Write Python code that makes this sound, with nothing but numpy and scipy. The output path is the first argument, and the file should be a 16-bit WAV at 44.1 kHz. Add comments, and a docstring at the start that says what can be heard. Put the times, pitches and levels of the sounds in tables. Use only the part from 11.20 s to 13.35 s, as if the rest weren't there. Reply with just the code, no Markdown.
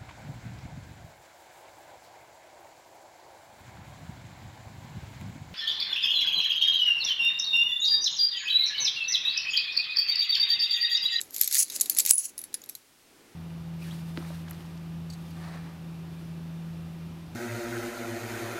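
"""In a quiet room, close to the microphone, coins are tipped from a small plastic bag into a palm.
The coins click together and ring, and their ridged edges rasp past one another. One lands hard,
and they shiver briefly before the hand damps them; a few last ticks follow. The bag crinkles as
its creases snap, and swishes as it slips between the fingers. Faint hiss and rustle lie behind."""
import sys
import numpy as np
from scipy import signal
from scipy.fft import rfft, irfft, next_fast_len
from scipy.io import wavfile
from scipy.ndimage import map_coordinates

SR = 44100
rng = np.random.default_rng(int(sys.argv[2]) if len(sys.argv) > 2 else 0)


def transcribe(signal):
    """Save signal, clipped to [-1, 1], as a 16-bit WAV file at the path in sys.argv[1]."""
    frames = np.atleast_2d(signal).T
    limited = np.clip(frames, -1, 1)
    pcm = np.round(limited * 32767).astype(np.int16)
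    wavfile.write(sys.argv[1], SR, pcm)


N = 94815

# Coin striking coin: start_s, click_db, ring_db, pitch_hz, fade_s (a fade is the time to drop 60 dB)
COIN_HITS = [(0.3264, -7.5, -28, 10100, 0.013), (0.3315, -11, -41, 10100, .02),
             (0.3403, -9.5, -38, 10100, .03), (0.3456, -4, -17.5, 10080, 0.018),
             (0.3757, -12.5, -32.5, 10430, 0.025), (.384, -5.5, -27, 10300, .03),
             (0.3874, -12.5, -16.5, 10070, 0.061), (.3914, -9.5, -25, 10340, .04),
             (.3977, -12, -20, 10380, .045), (.402, -10, -18, 10050, .045),
             (.4119, -17.5, -26.5, 10200, .05), (.4239, -15, -26.5, 10400, .05),
             (.431, -16, -23.5, 10450, 0.042), (0.563, -11.5, -29.5, 10400, 0.03),
             (.612, -24.5, -28.5, 10250, 0.06), (.6985, -28, -28.5, 10450, 0.11),
             (0.7711, -16.5, -21.5, 10310, 0.055), (.7875, -24, -24.5, 10340, 0.13),
             (.894, -6, -18, 10400, 0.035), (.8998, -8.5, -26, 10400, 0.033), (0.9045, -6, -26, 10250, .04),
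             (.908, -9, -14, 8000, 0.024), (0.9088, 5, -8, 9000, 0.011), (0.9108, -6, -2, 10520, 0.01),
             (0.9181, -30, -22.5, 10270, 0.082), (0.9337, -24, -14.5, 10310, .06),
             (0.954, -30, -21.5, 10270, .08), (.9765, -23, -25, 10270, 0.074),
             (0.981, -20, -19, 10265, 0.092), (1.054, -23, -26.5, 10530, 0.04),
             (1.1796, -23, -36, 10400, 0.081), (1.1905, -21, -40, 10260, 0.12),
             (1.2386, -28.5, -36.5, 10570, 0.065), (1.3419, -22.5, -20, 10080, 0.029),
             (1.4181, -35, -35.5, 6900, 0.012)]
# The tones a coin rings with: pitch_ratio, level_db, fade_ratio
COIN_TONES = [(0.576, -23.5, .6), (.667, -19.5, .6), (.738, -20, 0.93), (.775, -19.5, .5), (1, 0.5, 1.18),
              (1.016, -11.5, .6), (1.05, -15.5, .3), (1.235, -22, .4)]
# Tone colour of a coin's click: frequency_hz, level_db
CLICK_COLOUR = [(300, -54.5), (1500, -26), (3500, -17), (5200, -6.5), (6800, -2.5), (8200, -5),
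                (9600, -7.5), (11000, -7.5), (13000, -4.5), (16000, -9.5)]
# How hard the coins' edges slide on each other: time_s, level_db
SLIDE_LEVEL = [(.31, -96), (.335, -41), (.375, -29), (.402, -20), (.42, -29.5), (.431, -21), (.445, -55.5),
               (.51, -65.5), (.56, -31), (.585, -52), (.86, -53.5), (.884, -31), (.926, -43.5),
               (.965, -53.5), (.995, -35), (1.02, -43), (1.057, -33.5), (1.075, -51), (1.095, -45.5),
               (1.12, -67)]
# Tone colour of a ridged edge's tick: frequency_hz, level_db
RASP_COLOUR = [(300, -51), (900, -41.5), (1800, -19.5), (2900, -14.5), (3600, -23.5), (4200, -12.5),
               (5200, -6.5), (6000, 0), (6850, 4.5), (7400, -3), (8050, 0.5), (9500, -7), (11700, -4),
               (13500, -12), (16000, -16.5)]
# Creases snapping in the bag: start_s, level_db, fade_s, tilt_db_per_octave, peak_hz
BAG_SNAPS = [(.0055, -29.5, 0.013, -4, 7800), (0.0132, -16.5, 0.011, 0, 7800), (0.034, -36, .012, 0, 7800),
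             (.107, -31, 0.0077, -1, 12300), (0.1435, -24, .02, -1, 7150),
             (0.1627, -16.5, .012, -2.5, 12500), (.181, -22.5, .014, 6, 7300),
             (.196, -24.5, .012, 9, 11500), (.2098, -21, .012, -6.5, 11900), (0.2124, -1.5, .012, 2, 11900),
             (0.224, -19, .016, 2, 12500), (0.234, -17, 0.019, -1, 9100), (.243, -14.5, 0.01, 1, 8200),
             (0.2758, -10.5, 0.013, -3, 11800), (0.3117, -19, .026, -5.5, 11240),
             (.3516, -12.5, 0.034, -3, 8800), (.3675, -15.5, .02, -6, 12400),
             (0.4994, -24, .035, -3.5, 3750), (0.5993, -19.5, 0.016, -2, 7150),
             (0.61, -6.5, .015, 2.5, 6950), (0.614, -7.5, .012, 1, 10300), (.658, -22.5, .026, -1, 3750),
             (0.6971, -6.5, .016, 1, 13350), (0.7485, -22.5, 0.019, 1, 6630),
             (.7648, -26.5, 0.034, -8, 7600), (.771, -17, 0.011, -1.5, 10300),
             (0.786, -4.5, 0.016, 2, 7970), (0.7963, -10, .028, -0.5, 7750), (.802, -10.5, .022, 0.5, 7660),
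             (0.8508, -17, 0.028, -3.5, 13870), (0.8614, -9.5, .018, -3, 14000),
             (1.1793, -24, .018, 0, 10530), (1.1903, -27, .016, -2, 10550),
             (1.2143, -27.5, 0.017, -2.5, 11500), (1.239, -26.5, .018, -4, 11000),
             (1.329, -43, .016, -4.5, 4000), (1.3418, -23, .024, -4.5, 5000), (1.347, -35, .024, -7, 5000),
             (1.438, -34.5, 0.024, -6.5, 11970), (1.46, -38, .014, -3, 11400),
             (1.4901, -28, 0.024, -1, 11400), (1.4955, -22, 0.015, -0.5, 11370),
             (1.551, -25.5, 0.0196, 1, 4100)]
# Tone colour of the thin plastic: frequency_hz, level_db
PLASTIC_COLOUR = [(300, -49.5), (1000, -40), (1500, -25), (2100, -13.5), (3000, -16), (3900, -6),
                  (5600, -4.5), (7300, -0.5), (9300, -9), (10600, 2.5), (12700, 0.5), (14000, -8.5),
                  (16000, -17)]
# How hard the bag is crumpled: time_s, level_db
CRUMPLE_LEVEL = [(0, -59.5), (.11, -66), (.15, -45), (.2, -44.5), (.225, -31.5), (.295, -45.5),
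                 (.325, -32.5), (.365, -28.5), (.4, -43.5), (.475, -50), (.52, -40.5), (.63, -47.5),
                 (.68, -69), (.72, -40), (.745, -49.5), (.8, -29), (.84, -74), (.875, -31.5), (.91, -41.5),
                 (.95, -72.5), (1.6, -81)]
# Plastic sliding over itself: time_s, level_db
SWISH_LEVEL = [(.11, -66), (.14, -44), (.205, -43.5), (.23, -60)]
# How long the room echoes: frequency_hz, fade_s
ROOM_FADE = [(300, .3), (3000, 0.22), (8000, 0.15), (15000, .2)]
# Tone colour of the steady hiss: frequency_hz, level_db
HISS_COLOUR = [(25, -15.5), (100, -9.5), (300, -10), (500, -11.5), (800, -12.5), (1800, -13), (5000, -14.5),
               (10400, -16.5), (15500, -22)]
# Tone colour of the low background rustle: frequency_hz, level_db
RUSTLE_COLOUR = [(30, -19), (120, -12), (200, -6.5), (290, 0.5), (420, -3.5), (650, -10), (850, -11),
                 (1100, -16), (2000, -13.5), (6000, -24.5), (15000, -40.5)]
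# How that rustle comes and goes: time_s, level_db
RUSTLE_LEVEL = [(0, -58.5), (.19, -60), (.28, -72), (.46, -63.5), (.55, -54.5), (.85, -57), (.98, -70.5),
                (1.1, -62.5), (1.32, -60), (1.48, -61.5), (1.6, -72), (1.8, -67.5), (1.96, -60),
                (2.15, -58)]

CHATTER_PER_S, CHATTER_DB, CHATTER_CYCLES = 330, 3, .07  # touching coins shake a ring's level and phase
TONE_SCATTER, RING_RISE_S = .012, .000063  # coins differ a little in their side tones
RIDGES_PER_S, RIDGE_SCATTER, RUB_DB = 450, .18, -9  # rubbing level is relative to the ridge ticks
SLIDE_HZ, SLIDE_PITCH_SPREAD, SLIDE_RING_DB, SLIDE_FADE_S = 10410, .019, -18.5, .045
THUMP_S, THUMP_DB, THUMP_WIDTH_S = .9105, -21, .00008
SNAP_RISE_S, SNAP_HOLD_S, CREASES_PER_S, CREASE_FADE_S = .00031, .001, 600, .008
PEAK_DB, PEAK_OCTAVES = 13, .05  # height and half-width of the narrow peak in the bag's sounds
COIN_ROOM_DB, BAG_ROOM_DB, HISS_DB, TOP_HZ = -18, -12.5, -61, 15850


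def coin_contact(click_db, ring_db, pitch_hz, fade_s, click_colour, click_fade_s):
    """One coin touches another: a sharp click sets it ringing, and its neighbours shake the ring."""
    t = np.arange(SR // 6) / SR
    ring = np.zeros(len(t))
    drift = CHATTER_CYCLES * wobble(t, CHATTER_PER_S)
    for ratio, db, fade_ratio in COIN_TONES:
        off_centre = min(abs(ratio - 1) * 10, 1)  # 0 for the main tone, so it stays in tune
        tone_hz = pitch_hz * ratio * (1 + TONE_SCATTER * rng.standard_normal() * off_centre)
        tone = np.sin(2 * np.pi * (tone_hz * t + drift + rng.random()))
        ring += amp(ring_db + db) * fade(t, fade_s * fade_ratio) * tone
    ring *= 1 - np.exp(-(t / RING_RISE_S) ** 2)
    chatter = amp(CHATTER_DB * wobble(t, CHATTER_PER_S))
    sound = unit(ring * chatter) * ring.std()
    click = burst(fade(t[:SR // 20], click_fade_s), colour(click_colour))
    add(sound, 0, amp(click_db) * click)
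    return sound


def coin_clinks():
    """Coins strike each other; the palm cuts their ringing short."""
    track = np.zeros(N)
    for start_s, *hit in COIN_HITS:
        add(track, start_s, coin_contact(*hit, CLICK_COLOUR, click_fade_s=.0048))
    return track


def coin_sliding():
    """Ridged edges tick past each other and keep the coins ringing, while the flat faces rub."""
    pitches_hz = SLIDE_HZ * (1 + SLIDE_PITCH_SPREAD * np.linspace(-1, 1, 7))
    ticks = [coin_contact(0, SLIDE_RING_DB, hz, SLIDE_FADE_S, RASP_COLOUR, click_fade_s=.0045)
             for hz in pitches_hz]
    ridges = np.arange(int(RIDGES_PER_S * N / SR))
    times_s = (ridges + RIDGE_SCATTER * rng.standard_normal(len(ridges))) / RIDGES_PER_S
    rubbing = amp(RUB_DB) * noise(colour(RASP_COLOUR))
    return level(SLIDE_LEVEL) * (scatter(ticks, times_s, spread_db=1) + rubbing)


def bag_crinkle():
    """Single creases snap over a bed of tiny crackles, and the room echoes both."""
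    t = np.arange(SR // 16) / SR
    near, into_room = np.zeros(N), np.zeros(N)
    for start_s, db, fade_s, tilt_db, peak_hz in BAG_SNAPS:
        rise = 1 - np.exp(-t / SNAP_RISE_S)
        envelope = amp(db) * rise * fade(np.maximum(t - SNAP_HOLD_S, 0), fade_s)
        # Each snap heard directly has a narrow peak of pitch; its echo has only the overall colour.
        add(near, start_s, burst(envelope, colour(PLASTIC_COLOUR, tilt_db, peak_hz)))
        add(into_room, start_s, burst(envelope, colour(PLASTIC_COLOUR, tilt_db)))
    creases = [burst(fade(t, CREASE_FADE_S), colour(PLASTIC_COLOUR, tilt_db=-4.5, peak_hz=hz))
               for hz in np.geomspace(3700, 12500, num=12)]
    times_s = rng.random(int(CREASES_PER_S * N / SR)) * N / SR
    crackle = level(CRUMPLE_LEVEL) * scatter(creases, times_s, spread_db=2)
    return near + crackle + amp(BAG_ROOM_DB) * room_echo(into_room + crackle)


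def bag_swish():
    """Plastic slides over itself with a soft, bright swish."""
    return level(SWISH_LEVEL) * noise(colour(PLASTIC_COLOUR, tilt_db=2.5, peak_hz=12400))


def mic_overload_thump():
    """The loudest clink overloads the microphone with one short, dull thump."""
    t = np.arange(N) / SR
    return amp(THUMP_DB) * np.exp(-((t - THUMP_S) / THUMP_WIDTH_S) ** 2 / 2)


def room_echo(sound, delay_s=.005):
    """A furnished room answers with a short echo that lasts longest in the low notes."""
    hz, t, bands = signal.stft(rng.standard_normal(SR // 2), SR, nperseg=256)
    tail = signal.istft(bands * fade(t, along(ROOM_FADE, hz)[:, None]), SR, nperseg=256)[1]
    echo = np.pad(tail / np.linalg.norm(tail), (int(delay_s * SR), 0))
    return signal.fftconvolve(sound, echo)[:N]


def background():
    """A steady hiss and a soft low rustle that comes and goes."""
    hiss = noise(colour(HISS_COLOUR, size=8192), skip=SR)
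    rustle = noise(colour(RUSTLE_COLOUR, size=8192), skip=SR)
    return amp(HISS_DB) * hiss + level(RUSTLE_LEVEL) * rustle


def amp(db):
    """Turn decibels into a gain."""
    return 10 ** (np.asarray(db) / 20)


def unit(sound):
    """Scale a sound to an average (rms) level of 1."""
    return sound / np.sqrt(np.mean(sound ** 2) + 1e-20)


def along(table, hz):
    """Read between a table's frequencies, with octaves evenly spaced."""
    table_hz, values = np.transpose(table)
    return np.interp(np.log(hz + 1), np.log(table_hz + 1), values)


def level(table):
    """Turn time_s, level_db rows into one gain per sample, near silent outside them."""
    times_s, db = np.transpose(table)
    return amp(np.interp(np.arange(N) / SR, times_s, db, left=-120, right=-120))


def fade(t, fade_s):
    """Die away by 60 dB every fade_s seconds."""
    return np.exp(-np.log(1000) * t / fade_s)


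def wobble(t, per_s):
    """A smooth curve through per_s random values a second."""
    return map_coordinates(rng.standard_normal(1024), [t * per_s], mode='mirror')


def colour(table, tilt_db=0, peak_hz=None, size=1024):
    """A filter with the table's tone colour, tilt_db more per octave above 1 kHz and an optional peak."""
    hz = np.fft.rfftfreq(size, 1 / SR)
    db = along(table, hz) + tilt_db * np.log2(np.maximum(hz, 1000) / 1000)
    if peak_hz:
        db = db + PEAK_DB / (1 + (np.log2((hz + 1) / peak_hz) / PEAK_OCTAVES) ** 2)
    # Pack the filter's energy at its start (minimum phase), so clicks stay sharp.
    cepstrum = irfft(np.log(amp(db)))
    cepstrum[1:size // 2] *= 2
    cepstrum[size // 2 + 1:] = 0
    response = irfft(np.exp(rfft(cepstrum)))
    return response / np.linalg.norm(response)


def noise(response, skip=0):
    """Steady filtered noise; skip drops the first samples, where it builds up."""
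    return unit(signal.fftconvolve(rng.standard_normal(N + skip), response)[skip:skip + N])


def burst(envelope, response):
    """A puff of filtered noise whose shape and energy follow the envelope."""
    puff = signal.fftconvolve(envelope * rng.standard_normal(len(envelope)), response)
    return puff * np.linalg.norm(envelope) / np.linalg.norm(puff) / 2


def scatter(sounds, times_s, spread_db):
    """At each time, play one of the sounds, picked at random and uneven in strength."""
    starts = np.clip(times_s * SR, 0, N - 1).astype(int)
    gains = amp(spread_db * np.clip(rng.standard_normal(len(starts)), -2, 2))
    picks = rng.integers(len(sounds), size=len(starts))
    track = np.zeros(N)
    for k, sound in enumerate(sounds):
        pulses = np.bincount(starts, gains * (picks == k), N)
        track += signal.fftconvolve(pulses, sound)[:N]
    return unit(track)


def add(track, start_s, sound):
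    """Mix a sound into the track at start_s."""
    part = track[max(round(start_s * SR), 0):][:len(sound)]
    part += sound[:len(part)]


def scene():
    """Coins and bag close by, with the room behind them, in one channel."""
    coins = coin_clinks() + coin_sliding()
    echo = amp(COIN_ROOM_DB) * room_echo(coins)
    return (coins + echo + mic_overload_thump() + bag_crinkle() + bag_swish() + background())[None]


def record(dry):
    """Cut away all treble above TOP_HZ."""
    size = next_fast_len(N + SR // 2)
    kept = np.fft.rfftfreq(size, 1 / SR) < TOP_HZ
    return irfft(rfft(dry, size) * kept, size)[:, :N]


dry = scene()
out = record(dry)
transcribe(out)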